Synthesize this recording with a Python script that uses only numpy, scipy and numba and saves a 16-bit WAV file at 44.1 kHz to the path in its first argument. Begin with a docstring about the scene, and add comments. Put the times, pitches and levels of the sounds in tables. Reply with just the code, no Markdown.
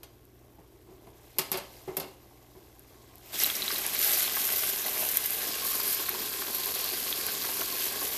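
"""Caramel stirred in an enamel pot

Caramel simmers in a deep pot on an electric stove in a small kitchen: banded random pops make the foam.
A spatula leaves its rest with plastic clacks (ping, noise, ringing modes); soft thuds are shaped noise.
Stirring tears the foam open: it sizzles on the hot wall in flares, ticks, glops and spits ringing drops.
Moving resonances give the air in the pot; random tails give the kitchen, over hum and a low rush.
"""
import sys
import numpy as np
from scipy import signal
from scipy.fft import rfft, irfft
from scipy.io import wavfile
from numba import njit

SR = 44100
rng = np.random.default_rng(int(sys.argv[2]) if len(sys.argv) > 2 else 0)


def log_audio(samples):
    """Write samples as a 16-bit WAV file to the path given in sys.argv[1]."""
    # one column per channel
    frames = np.atleast_2d(samples).T
    # limit to full scale, then quantise
    limited = np.clip(frames, -1, 1)
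    pcm = np.round(limited * 32767).astype(np.int16)
    wavfile.write(sys.argv[1], SR, pcm)


N = 360297
TIME_S = np.arange(N) / SR

# vigour of the foam left alone, used relative to its mean: [t/s, level/dB]
SIMMER = [(0.0, -69), (0.6, -69.5), (1.15, -63.5), (1.25, -61), (1.8, -55.5), (2.3, -63), (2.7, -63),
          (3.2, -59), (3.3, -49)]
# colours of three bubble sizes: [f/Hz, relative level/dB per Hz]
BUBBLE_COLOUR = [(130, -7), (230, 1.5), (290, 0.5), (550, 0.5), (900, -0.5), (1200, -4.5), (1700, -32)]
SIZZLE_COLOUR = [(1100, -3.5), (1600, -3.5), (2200, 0.5), (3300, 2.5), (4700, 3), (6000, 1), (8800, -1)]
FIZZ_COLOUR = [(8400, -13), (10000, -6.5), (11200, -3), (12300, -0.5), (14600, -0.5)]
# single bubbles standing out of the foam: [f/Hz, relative level/dB]
BLIP_COLOUR = [(900, -7), (1600, -2), (3000, 5.5), (7500, -2.5)]
# drive per bubble size: (level/dB at mean simmer, share of simmer swing, stirred level/dB, drift/dB per s)
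BUBBLING, SIZZLE = (-66, 0.5, -52, 0.31), (-65.5, 1.0, -39, -0.29)
FIZZ, BLIPS = (-65.5, 0.82, -38, 0.28), (-71.5, 1, -48, 0.0)
STIR_START_S, STIR_RISE_S = 3.33, 0.011
# fresh foam laid on the hot wall: [t/s, hold/s, level/dB, extra fizz/dB]
FLARES = [(3.368, 0.006, -22, -4.5), (3.65, 0.025, -37, -3), (3.968, 0.21, -26, -0.5),
          (4.322, 0.35, -31.5, 2), (4.837, 0.47, -42.5, 10), (5.614, 0.27, -33, 2.5), (7.14, 0.51, -36, -2),
          (7.787, 0.03, -30.5, -5)]
FLARE_ATTACK_S, FLARE_RELEASE_S = 0.049, 0.076
FLARE_SIZZLE_DB, FLARE_FIZZ_DB = -9, -3.5  # relative to the flare's level
# largest air pockets bursting behind the spatula: [t/s, level/dB before the pot, f/Hz]
GLOPS = [(3.702, -28, 1500), (3.848, -28, 2000), (3.951, -25.5, 2600), (4.276, -33.5, 1050),
         (4.366, -28, 1030), (4.488, -28, 1880), (4.631, -28.5, 1210), (5.026, -35, 680),
         (5.796, -31, 1000), (6.085, -28, 1620), (6.147, -33, 1030), (6.417, -31.5, 1200),
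         (7.282, -29, 1620), (7.442, -29, 1270), (7.489, -31, 905), (7.615, -28, 1190)]
# resonances of the air in the pot: [f/Hz, width/Hz, lift/dB from beside, lift/dB from over]
POT_AIR = [(392, 65, 10, 11), (609.5, 18, 8, 0), (745, 160, 6, 3.5), (1052, 51, 5.5, 9.5),
           (1610, 124, 4, 4.5), (2025, 110, 3.5, -0.5), (2900, 200, -0.5, 0), (4500, 650, -1, 2)]
# the microphone moves over the pot; spatula and sloshing foam shift the resonances
OVER_POT_S, OVER_POT_TAKES_S = 5.37, 0.23
AIR_WANDER, AIR_SWELL_DB, AIR_TURNS_PER_S = 0.021, 1.24, 7  # wander is a fraction of f
# loudest drops spitting: [t/s, relative level/dB, f/Hz]
SPITS = [(.253, -46, 11900), (2.794, -37.5, 11650), (3.156, -37, 12000), (3.182, -41, 12000),
         (3.3435, -30, 3730), (3.391, -16, 12500), (3.401, -18, 5900), (3.428, -20, 5620),
         (3.436, -7, 13300), (3.444, -14.5, 3940), (3.456, -18, 11900), (3.463, -11, 13000),
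         (3.501, -17.5, 3450), (3.554, -22, 5700), (3.567, -19, 12400), (3.621, -18.5, 4080),
         (3.627, -21, 3900), (3.680, -17, 3930), (3.715, -22, 5200), (3.760, -23, 3950),
         (3.783, -17, 13300), (3.865, -14, 11300), (3.949, -15, 13000), (3.967, -23, 4300),
         (3.991, -12, 13000), (4.028, -22, 4560), (4.110, -22, 3640), (4.139, -20, 6160),
         (4.2495, -23, 4260), (4.279, -25, 3560), (4.56, -18, 13000), (5.114, -18, 13600),
         (5.1714, -5.5, 12000), (5.259, -12, 13500), (5.306, -17, 11400), (5.948, -16, 12400),
         (6.092, -12, 12900), (6.548, -15.5, 12600), (6.6585, -16.5, 12600), (6.843, -16, 13200),
         (7.127, -17, 3500), (7.266, -15.5, 11800), (7.421, -24, 4740), (7.613, -17, 12800),
         (7.843, -18, 12400)]
# utensils on rest and stove top: [t/s, relative level/dB, hardness as cut-off f/Hz, t60/s, ringing/dB]
KNOCKS = [(0.032, -43.5, 9900, 0.1, -27), (1.385, -24.5, 18000, 0.15, -17.5),
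          (1.517, -28, 13800, 0.25, -20.5), (1.542, -28.5, 3520, 0.16, -17.5),
          (1.573, -37.5, 13000, 0.078, -20), (1.9686, -28, 13000, 0.077, -24),
          (1.976, -30.5, 1210, 0.31, -14), (1.999, -33, 9900, 0.13, -21), (2.043, -46.5, 3000, 0.1, -9)]
# utensil ringing, nominal: [f/Hz, relative level/dB, t60/s]
UTENSIL_MODES = [(172, -19, 0.39), (284, -2.5, 0.16), (381.6, 9.5, 0.14), (527, -6, 0.16), (683, -4, 0.13),
                 (942, -2, 0.14), (1106, -16, 0.24), (2132, -2, 0.15), (2750, 5.5, 0.13), (4050, -3, 0.12),
                 (4310, 4, 0.079), (4600, -11, 0.059), (4950, 9, 0.067), (12400, 2, 0.051)]
# rattle and first crack of a knock: [f/Hz, relative level/dB per Hz]
KNOCK_COLOUR = [(60, -42), (150, 0), (370, -1.5), (600, 0.5), (1050, -1), (1500, -6.5), (2500, -4.5),
                (3300, -5), (4800, -2), (5600, -7.5), (8500, -7.5), (12000, -10.5), (14000, -2.5)]
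CRACK_COLOUR = [(200, -19), (2000, -17), (5000, -3), (8500, -9), (12000, 15.5), (14000, 8.5)]
# soft contacts on the stove top: [t/s, level/dB, t60/s]
THUDS = [(0.583, -52, 0.26), (0.886, -52.5, 0.52), (1.069, -42, 0.077), (1.365, -46.5, 0.27),
         (1.877, -34, 0.22), (2.552, -48, 0.13)]
# stove-top colour: [f/Hz, relative level/dB per Hz]
THUD_COLOUR = [(60, -15), (165, -2.5), (250, -7.5), (380, 8), (490, -7), (800, -8), (1040, -9), (1500, -25),
               (2200, -18.5), (3200, -30), (8000, -37)]
# mains hum: [f/Hz, rms level/dB]
MAINS = [(60, -65), (120, -63.5)]
# low rush of the room: [f/Hz, relative level/dB per Hz]
ROOM_COLOUR = [(20, -10), (45, 1), (90, 2), (170, -10), (350, 2.5), (900, -31), (1400, -20.5),
               (6000, -35.5)]
ROOM_DB, KITCHEN_T60_S = -60, 0.41
CUTOFF_HZ = 14000


def caramel(surge_db=0.9):
    """Big bubbles burble, small ones sizzle, the finest fizz; stirring comes in flurries and surges."""
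    flurry, surge = drift(45), surge_db * drift(11)
    bubbling = foam(BUBBLE_COLOUR, per_s=1600, spread_db=3.5, snap_db=-1.0, patchy_db=1.0, count=7)
    sizzle = foam(SIZZLE_COLOUR, per_s=3000, spread_db=2.5, snap_db=0.5, patchy_db=2.5, count=12)
    fizz = foam(FIZZ_COLOUR, per_s=8300, spread_db=4.0, snap_db=-4.5, patchy_db=1.3, count=5)
    ticks = crackle(per_s=130, spread_db=2.0) * from_db(-3.0)

    # simmer, stirring and flares add in power
    sizzle_gain = np.hypot(loudness(*SIZZLE), flares(fizzy=False))
    fizz_gain = np.hypot(loudness(*FIZZ), flares(fizzy=True))

    inside = bubbling * loudness(*BUBBLING) * from_db(1.34 * flurry)
    inside = inside + blips() * loudness(*BLIPS) + glops()
    inside = inside + sizzle * sizzle_gain * from_db(0.62 * flurry + 0.5 * surge)
    top = (fizz * from_db(0.87 * flurry) + ticks) * fizz_gain * from_db(surge)
    return pot(inside) + top


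def foam(colour, per_s, spread_db, snap_db, patchy_db, count):
    """Bubbles pop in the band suiting their size; tearing films snap across all bands at once."""
    edges_hz = np.geomspace(colour[0][0], colour[-1][0], count + 1)
    snaps = from_db(snap_db) * pops(per_s, spread_db)
    out = 0
    for k, (low_hz, high_hz) in enumerate(zip(edges_hz, edges_hz[1:])):
        band = signal.butter(2, [low_hz, high_hz], "band", fs=SR, output="sos")
        bursts = pops(per_s / count, spread_db) * from_db(patchy_db * drift(25))
        bursts = bursts + snaps * (-1) ** k
        gain = from_db(at_hz(colour, np.sqrt(low_hz * high_hz)))
        out = out + gain * signal.sosfilt(band, bursts + 1e-18)
    return rms_one(out)


def loudness(simmer_db, follows, stirred_db, rate_db_per_s):
    """Gain of one bubble size: simmering and stirring add in power."""
    vigour_db = np.interp(TIME_S, *np.transpose(SIMMER)) - np.mean(SIMMER, axis=0)[1]
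    simmer = from_db(simmer_db + follows * vigour_db)
    return np.hypot(simmer, from_db(stirred_db) * stirred(rate_db_per_s))


def stirred(rate_db_per_s):
    """Foam swells as the spatula sinks in, then slowly grows or calms."""
    since_s = TIME_S - STIR_START_S
    return (1 + np.tanh(since_s / STIR_RISE_S)) / 2 * from_db(rate_db_per_s * since_s)


def flares(fizzy):
    """Foam on the hot wall swells, holds while it lies there, and dies away."""
    out = np.zeros(N)
    for start_s, hold_s, level_db, fizz_db in FLARES:
        attack = np.clip((TIME_S - start_s) / FLARE_ATTACK_S, 0, 1)
        over_s = np.maximum(TIME_S - start_s - FLARE_ATTACK_S - hold_s, 0)
        offset_db = FLARE_FIZZ_DB + fizz_db if fizzy else FLARE_SIZZLE_DB
        out += from_db(level_db + offset_db) * attack * np.exp(-over_s / FLARE_RELEASE_S)
    return out


def crackle(per_s, spread_db):
    """Water trapped under the sugar flashes to steam in sharp, bright ticks; rms 1."""
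    clicks = pops(per_s, spread_db)
    ticks = resonance(clicks, 12760, 1900) + from_db(-12.5) * resonance(clicks, 7300, 4100)
    return rms_one(echoes(ticks, t60_s=0.049, wet_db=0.5))


def blips(per_s=220, spread_db=2.0, cycles=9, count=14):
    """Larger single bubbles ring briefly at the pitch of their size, coloured by the pot air; rms 1."""
    out = 0
    for hz in np.geomspace(BLIP_COLOUR[0][0], BLIP_COLOUR[-1][0], count):
        width_hz = np.log(1000) / np.pi * hz / cycles  # 60 dB decay in this many cycles
        ring = rms_one(resonance(pops(per_s / count, spread_db), hz, width_hz))
        out = out + from_db(at_hz(BLIP_COLOUR, hz)) * ring
    return rms_one(pot(out))


def glops(t60_s=0.046, rise_s=0.0024, relative_width=0.67):
    """An air pocket tears open with a short wet gush of noise around its pitch."""
    out, t = np.zeros(N), TIME_S[:SR // 8]
    for start_s, level_db, hz in GLOPS:
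        at = round(start_s * SR)
        gush = rms_one(resonance(rng.standard_normal(len(t)), hz, relative_width * hz))
        out[at:at + len(t)] += gush * (1 - np.exp(-t / rise_s)) * from_db(level_db - 60 * t / t60_s)
    return out


def pot(x):
    """Air above the caramel lifts its resonances, which wander and swell."""
    out, over = x, np.clip((TIME_S - OVER_POT_S) / OVER_POT_TAKES_S, 0, 1)
    for hz, width_hz, beside_db, over_db in POT_AIR:
        angle = 2 * np.pi * hz / SR * (1 + AIR_WANDER * drift(AIR_TURNS_PER_S))
        lift_db = beside_db + (over_db - beside_db) * over + AIR_SWELL_DB * drift(AIR_TURNS_PER_S)
        ring = gliding_resonance(x, angle, np.exp(-np.pi * width_hz / SR))
        out = out + (from_db(lift_db) - 1) * ring
    return out


def spits(cycles=8, gain_db=2.3, snap_db=-8, lowest_ratio=0.33):
    """Drops snap, ring and bounce between pot walls; they radiate little far below their pitch."""
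    out, t = np.zeros(N), TIME_S[:SR // 40]
    for start_s, level_db, hz in SPITS:
        t60_s = cycles / hz + 0.004
        burst = np.sin(2 * np.pi * hz * t) * from_db(-60 * t / t60_s)
        burst = burst + from_db(snap_db) * (t == 0)
        at = round(start_s * SR)
        highpass = signal.butter(2, lowest_ratio * hz, "high", fs=SR)
        out[at:at + len(t)] += from_db(level_db) * signal.lfilter(*highpass, burst)
    return from_db(gain_db) * echoes(out, t60_s=0.031, wet_db=-6.0)


def utensils(crack_db=6.5, crack_t60_s=0.062, detune=0.012, chatter_db=2.0,
             ping_db=14, ping_hz=12700, ping_t60_s=0.0068, lowest_hz=140):
    """Knocks ping and crack, then chatter and ring in modes; soft contacts are dull."""
    out, t = np.zeros(N), TIME_S[:SR // 2]
    rattle = noise(KNOCK_COLOUR) * rms_one(from_db(chatter_db * drift(300)))
    crack = noise(CRACK_COLOUR)
    for start_s, level_db, hard_hz, t60_s, ring_db in KNOCKS:
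        at = round(start_s * SR)
        span = slice(at, at + len(t))
        hit = rattle[span] * from_db(-60 * t / t60_s)
        hit = hit + crack[span] * from_db(crack_db - 60 * t / crack_t60_s)
        hit = hit + np.sin(2 * np.pi * ping_hz * t) * from_db(ping_db - 60 * t / ping_t60_s)
        for hz, mode_db, mode_t60_s in UTENSIL_MODES:
            strength = rng.choice([-1, 1]) * from_db(ring_db + mode_db + rng.normal(0, 1.7))
            held_hz = hz * (1 + detune * rng.standard_normal())  # grip and contact point shift each mode
            hit = hit + strength * np.sin(2 * np.pi * held_hz * t) * from_db(-60 * t / mode_t60_s)
        softened = signal.lfilter(*signal.butter(2, hard_hz, fs=SR), hit)
        out[span] += from_db(level_db + 0.5) * softened
    return signal.sosfilt(signal.butter(2, lowest_hz, "high", fs=SR, output="sos"), out)


def thuds(rise_s=0.0015):
    """Soft contacts make the sheet-metal stove top answer with a short, hollow knock."""
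    out, t, body = np.zeros(N), TIME_S[:SR // 2], noise(THUD_COLOUR)
    for start_s, level_db, t60_s in THUDS:
        at = round(start_s * SR)
        span = slice(at, at + len(t))
        out[span] += body[span] * (1 - np.exp(-t / rise_s)) * from_db(level_db - 60 * t / t60_s)
    return out


def kitchen(x, wall_hz=5000, wet_db=-8):
    """Walls and cupboards return the sound, duller than it left."""
    lows = signal.lfilter(*signal.butter(1, wall_hz, fs=SR), x)
    return x - lows + echoes(lows, KITCHEN_T60_S, wet_db)


def background():
    """Mains hum as steady sines over the low rush of the room."""
    hum = np.zeros(N)
    for hz, level_db in MAINS:
        hum += np.sqrt(2) * from_db(level_db) * np.sin(2 * np.pi * (hz * TIME_S + rng.random()))
    return hum + from_db(ROOM_DB) * noise(ROOM_COLOUR)


def from_db(db):
    """Decibels to gain."""
    return 10 ** (np.asarray(db) / 20)


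def rms_one(x):
    """Scale to rms 1."""
    return x / np.sqrt(np.mean(x ** 2) + 1e-20)


def at_hz(points, hz):
    """Read a spectrum on a log-frequency axis."""
    points = np.array(points)
    return np.interp(np.log(hz + 1e-9), np.log(points[:, 0]), points[:, 1])


def noise(colour):
    """Steady noise of a given colour, rms 1."""
    gain = from_db(at_hz(colour, np.fft.rfftfreq(N, 1 / SR)))
    return rms_one(irfft(rfft(rng.standard_normal(N)) * gain, N))


def drift(rate_per_s):
    """Random line with rate_per_s corners a second, rms 1."""
    return rms_one(np.interp(TIME_S * rate_per_s, np.arange(4096), rng.standard_normal(4096)))


def pops(per_s, spread_db):
    """Random clicks of either sign, most small and a few large; rms 1."""
    born = np.flatnonzero(rng.random(N) < per_s / SR)
    size_db = spread_db * np.minimum(rng.exponential(1, len(born)), 5)
    clicks = np.zeros(N)
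    clicks[born] = from_db(size_db) * rng.choice([-1, 1], len(born))
    return rms_one(clicks)


def resonance(x, hz, width_hz):
    """Two-pole band-pass with gain 1 on top."""
    r = np.exp(-np.pi * width_hz / SR)
    b = np.array([1, 0, -1]) * (1 - r * r) / 2
    a = [1, -2 * r * np.cos(2 * np.pi * hz / SR), r * r]
    return signal.lfilter(b, a, x + 1e-18)


@njit
def gliding_resonance(x, angle, r):
    """Two-pole band-pass whose centre (radians per sample) moves; gain 1 on top."""
    out = np.zeros(len(x))
    for i in range(2, len(x)):
        drive = (1 - r * r) / 2 * (x[i] - x[i - 2])
        out[i] = drive + 2 * r * np.cos(angle[i]) * out[i - 1] - r * r * out[i - 2]
    return out


def echoes(x, t60_s, wet_db):
    """Add dense reflections, as a decaying noise tail."""
    t = TIME_S[:SR // 2]
    tail = rng.standard_normal(len(t)) * from_db(-60 * t / t60_s) * (t > 0.001)
    return x + from_db(wet_db) * signal.fftconvolve(x, tail / np.linalg.norm(tail))[:N]


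def scene():
    """One microphone, the same in both channels; the pot is nearer than the utensils."""
    near = kitchen(caramel() + spits(), wet_db=-10.5)
    far = kitchen(utensils() + thuds(), wet_db=-4.0)
    mono = near + far + background()
    return np.stack([mono, mono])


def record(dry):
    """Cut the top steeply with an elliptic low-pass."""
    return signal.sosfilt(signal.ellip(10, 0.1, 75, CUTOFF_HZ, fs=SR, output="sos"), dry)


dry = scene()
out = record(dry)
log_audio(out)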